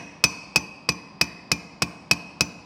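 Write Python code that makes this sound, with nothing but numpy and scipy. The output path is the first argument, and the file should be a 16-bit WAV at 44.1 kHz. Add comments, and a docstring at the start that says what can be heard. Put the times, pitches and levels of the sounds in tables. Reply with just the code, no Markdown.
"""A hammer strikes a small metal piece on a stake set in an anvil, about three even blows a second.
Each blow is a harsh crack, a short hand-damped clank and a thud of the anvil and its stand;
some are followed by a light touch as the hammer rebounds. The workshop rings on between the blows,
over a low steady rush. One microphone stands close to the anvil and overloads slightly."""
import sys
import numpy as np
from scipy import signal
from scipy.fft import rfft, irfft, next_fast_len
from scipy.io import wavfile

SR = 44100
rng = np.random.default_rng(int(sys.argv[2]) if len(sys.argv) > 2 else 0)


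def output_pcm(signal):
    """Save a mono or channel-first signal as 16-bit PCM at the path in sys.argv[1].

    Samples are clipped to [-1, 1] before scaling.
    """
    pcm = np.clip(np.atleast_2d(signal).T, -1, 1) * 32767
    wavfile.write(sys.argv[1], SR, np.round(pcm).astype(np.int16))


N = 116865
LEAD = SR // 4  # samples of run-up, so the scene can open on a blow already ringing
T = np.arange(SR) / SR  # the one second in which a blow dies away

# Spectrum of the hammer's contact, heard close up. Each row: frequency in Hz, noise density in dB.
CONTACT_SPECTRUM = [(200, -26), (600, -6), (1150, -6), (1700, -6), (2400, -3), (3700, -6.5), (4500, -2.5),
                    (5200, 7), (6400, -6.5), (8000, -13), (10300, -15.5), (11700, -14.5), (13000, -23),
                    (15500, -24)]


def amp(db):
    """Decibels to gain."""
    return 10 ** (np.asarray(db) / 20)


def along(points, hz):
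    """Read a curve of (Hz, value) points on a log frequency axis."""
    freqs, values = np.transpose(points)
    return np.interp(np.log(hz + 1), np.log(freqs + 1), values)


def filtered(x, response):
    """Filter x by a gain given as a function of Hz."""
    size = next_fast_len(len(x) + 8192)
    return irfft(rfft(x, size) * response(np.fft.rfftfreq(size, 1 / SR)), size)[:len(x)]


def noise(spectrum, size, tilt_db=0):
    """Coloured noise of rms 1, tilted by tilt_db per octave."""
    white = rng.standard_normal(size)
    x = filtered(white, lambda hz: amp(along(spectrum, hz) + tilt_db * np.log2(hz + 1)))
    return x / x.std()


def fade(t, t60):
    """A decay of 60 dB in t60 seconds."""
    return amp(-60 * t / t60)


def rise(seconds):
    """A soft start with this time constant."""
    return 1 - np.exp(-T / seconds)


def ring(modes, scatter_db=0, loose=0):
    """Damped (Hz, dB, t60) modes; loose ones start at a random point of their swing."""
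    sound = np.zeros(len(T))
    for hz, db, t60 in modes:
        envelope = amp(db + scatter_db * rng.normal()) * fade(T, t60)
        sound += envelope * np.sin(2 * np.pi * (hz * T + loose * rng.random()))
    return sound


def add(track, start_s, sound):
    """Mix a sound in at start_s, counted from the end of the run-up."""
    part = track[LEAD + round(start_s * SR):][:len(sound)]
    part += sound[:len(part)]


def crack(bright_db, press_s):
    """A dense burst swells until the piece is pressed home, snaps and dies; things nearby scatter it."""
    after = np.maximum(T - press_s, 0)
    swell = np.minimum(T / press_s, 1)
    snap = amp(6) * swell ** 2 * fade(after, t60=0.0078)
    burst = noise(CONTACT_SPECTRUM, len(T), bright_db) * (fade(after, t60=0.045) + snap)
    scatter = amp(-17) * noise(CONTACT_SPECTRUM, len(T), tilt_db=-3.5) * fade(after, t60=0.15)
    return amp(-14.5) * swell * (burst + scatter)


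def clank(clank_db, thin_db, head_db):
    """Stake and hand-damped piece ring briefly; a thin steel tone and the hammer head ring on."""
    # Modes of the stake and the piece. Each row: frequency in Hz, level in dB, t60 in seconds.
    stake_modes = [(2263, -24, 0.022), (2539.5, -8, 0.059), (2562, -42, 0.76), (4570, -28, 0.086),
                   (4777, -20.5, 0.05686), (5237, -12.5, 0.027), (5400, -21, 0.02), (5710, -30, 0.043),
                   (6630, -41, 0.11), (6820, -30.5, 0.047), (7860, -23, 0.036), (9280, -37, 0.07),
                   (11700, -34, 0.037), (14215, -64, .2)]
    thin_mode, head_mode = (6005, -22.5, 0.21), (2402, -27, 0.14)  # same columns
    stake = amp(clank_db) * ring(stake_modes, scatter_db=0.5, loose=1)
    thin = amp(thin_db) * ring([thin_mode])
    head = amp(head_db) * ring([head_mode])
    return (stake + thin + head) * rise(seconds=0.00036)


def thud():
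    """The anvil is pushed down, then its stand gives way a moment later and rocks."""
    # Modes of the anvil's body. Each row: frequency in Hz, level in dB, t60 in seconds.
    anvil_modes = [(240.2, -49.5, 0.75), (354.6, -29.5, 0.053), (486.4, -27.5, 0.049), (626, -28.5, 0.013),
                   (702, -28, 0.055), (893, -33.5, 0.12), (1084, -20, 0.027), (1256, -24, 0.029),
                   (1440, -47, 0.019), (1910, -36, 0.015)]
    # Modes of the stand under it. Each row: frequency in Hz, level in dB, t60 in seconds.
    stand_modes = [(77.8, -34, 0.17), (152.8, -16, 0.043), (173.3, -31, 0.21), (215.6, -46, 0.37),
                   (289.2, -32.5, .3)]
    lag_s = 0.007126
    rocking = ring(stand_modes) * rise(seconds=0.001)
    stand = np.interp(T - lag_s, T, rocking, left=0)
    return -(ring(anvil_modes) + stand)


def touch(bright_db):
    """The rebounding hammer meets the piece again with a light tick."""
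    return noise(CONTACT_SPECTRUM, len(T), bright_db) * fade(T, t60=0.02)


def hammer():
    """Blows and rebounds at the anvil: returns the direct sound and what goes into the room."""
    # Hammer blows. Each row: start in seconds, clank in dB, crack in dB, crack brightness in dB per
    # octave, thin ring in dB, hammer head ring in dB, thud in dB, seconds until the piece is pressed
    # hard on the stake, share of clank and crack sent into the room in dB.
    blows = [(-.085, -0.5, 0.5, -0.5, -3, -3, 2.5, 0.0012, -1),
             (0.2393, 2, 3.5, -0.5, 1, 3.5, -1, 0.00093, 0), (0.559, 2, -1, -.5, -7, -2, -1.5, .0016, -1.5),
             (0.8891, -3, -4.5, -1.3, -9, 2, -1, 0.0021, -0.5),
             (1.212, -1, -1.5, -0.6, -11, 2.5, -2.5, 0.0017, -1),
             (1.5159, -5, -3, 1, -14, 5, -0.5, 0.0021, -0.5),
             (1.8205, -5, -3, -1, -29.5, -0.5, 0, 0.0027, 0),
             (2.1116, 2, -2, -0.4, -18.5, -1.5, 0, 0.0018, -1.5),
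             (2.4079, -3, -0.5, 0.5, -6.5, -3, 0, 0.00087, -1)]
    # Rebounds. Each row: start in seconds, level in dB, brightness in dB per octave.
    touches = [(.5762, -25, -2), (.9214, -32.5, -1), (1.2405, -32, -1), (2.1328, -25.5, -0.5)]
    direct, sent = np.zeros((2, LEAD + N))
    for start_s, clank_db, crack_db, bright_db, thin_db, head_db, thud_db, press_s, room_db in blows:
        clash = clank(clank_db, thin_db, head_db) + amp(crack_db) * crack(bright_db, press_s)
        knock = amp(thud_db) * thud()
        add(direct, start_s, clash + knock)
        add(sent, start_s, amp(room_db) * clash + knock)
    for start_s, db, bright_db in touches:
        add(direct, start_s, amp(db) * touch(bright_db))
    return direct, sent


def workshop(sound):
    """The diffuse answer of the room, each frequency dying at its own speed."""
    # How long the workshop rings. Each row: frequency in Hz, t60 in seconds.
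    room_t60 = [(100, 0.4), (300, 0.58), (1000, 0.7), (2500, 1.4), (5000, 1.02), (9000, 0.71),
                (15000, 0.27)]
    # Colour of the reverberation at the microphone. Each row: frequency in Hz, level in dB.
    room_colour = [(60, -15.5), (150, -7), (280, -2), (500, -10), (1000, -5.5), (1300, -16.5),
                   (1900, -12.5), (2500, -16), (3700, -21), (4700, -16.5), (5300, -21.5), (8000, -22),
                   (9300, -18.5), (10800, -29.5), (12200, -20), (15000, -16)]
    hz, t, bands = signal.stft(rng.standard_normal(len(T)), SR, nperseg=512)
    bands = bands * fade(t, along(room_t60, hz)[:, None])
    tail = signal.istft(bands, SR, nperseg=512)[1][:len(T)]
    # The square root evens out the energy of long and short decays.
    tail = filtered(tail, lambda f: amp(along(room_colour, f))
                    * np.sqrt(2 * np.log(1000) / (SR * along(room_t60, f))))
    return signal.fftconvolve(sound, tail * rise(seconds=0.023))[:len(sound)]


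def rush():
    """Room tone: a low steady rush under the hammering."""
    # Spectrum of the room tone. Each row: frequency in Hz, noise density in dB.
    rush_spectrum = [(25, 9), (50, 3), (100, 0), (180, 9.5), (400, -2.5), (1000, 0), (1600, -15.5),
                     (3500, -22.5), (5000, -25), (8000, -43), (15000, -52)]
    return amp(-47.5) * noise(rush_spectrum, N)


def scene():
    """The close hammering and its reverberation over the workshop's steady rush, in mono."""
    direct, sent = hammer()
    hammering = (direct + workshop(sent))[LEAD:]
    return (hammering + rush())[None]


def record(dry):
    """The close microphone rounds off the highest peaks; the recorder cuts deep bass and top treble."""
    ceiling, low_cut_hz, top_hz = 0.66, 60, 15850
    x = dry[0] / (1 + (dry[0] / ceiling) ** 4) ** (1 / 4)
    x = signal.sosfilt(signal.butter(4, low_cut_hz, "highpass", fs=SR, output="sos"), x)
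    return filtered(x, lambda hz: 1 / np.sqrt(1 + (hz / top_hz) ** 160))[None]


dry = scene()
out = record(dry)
output_pcm(out)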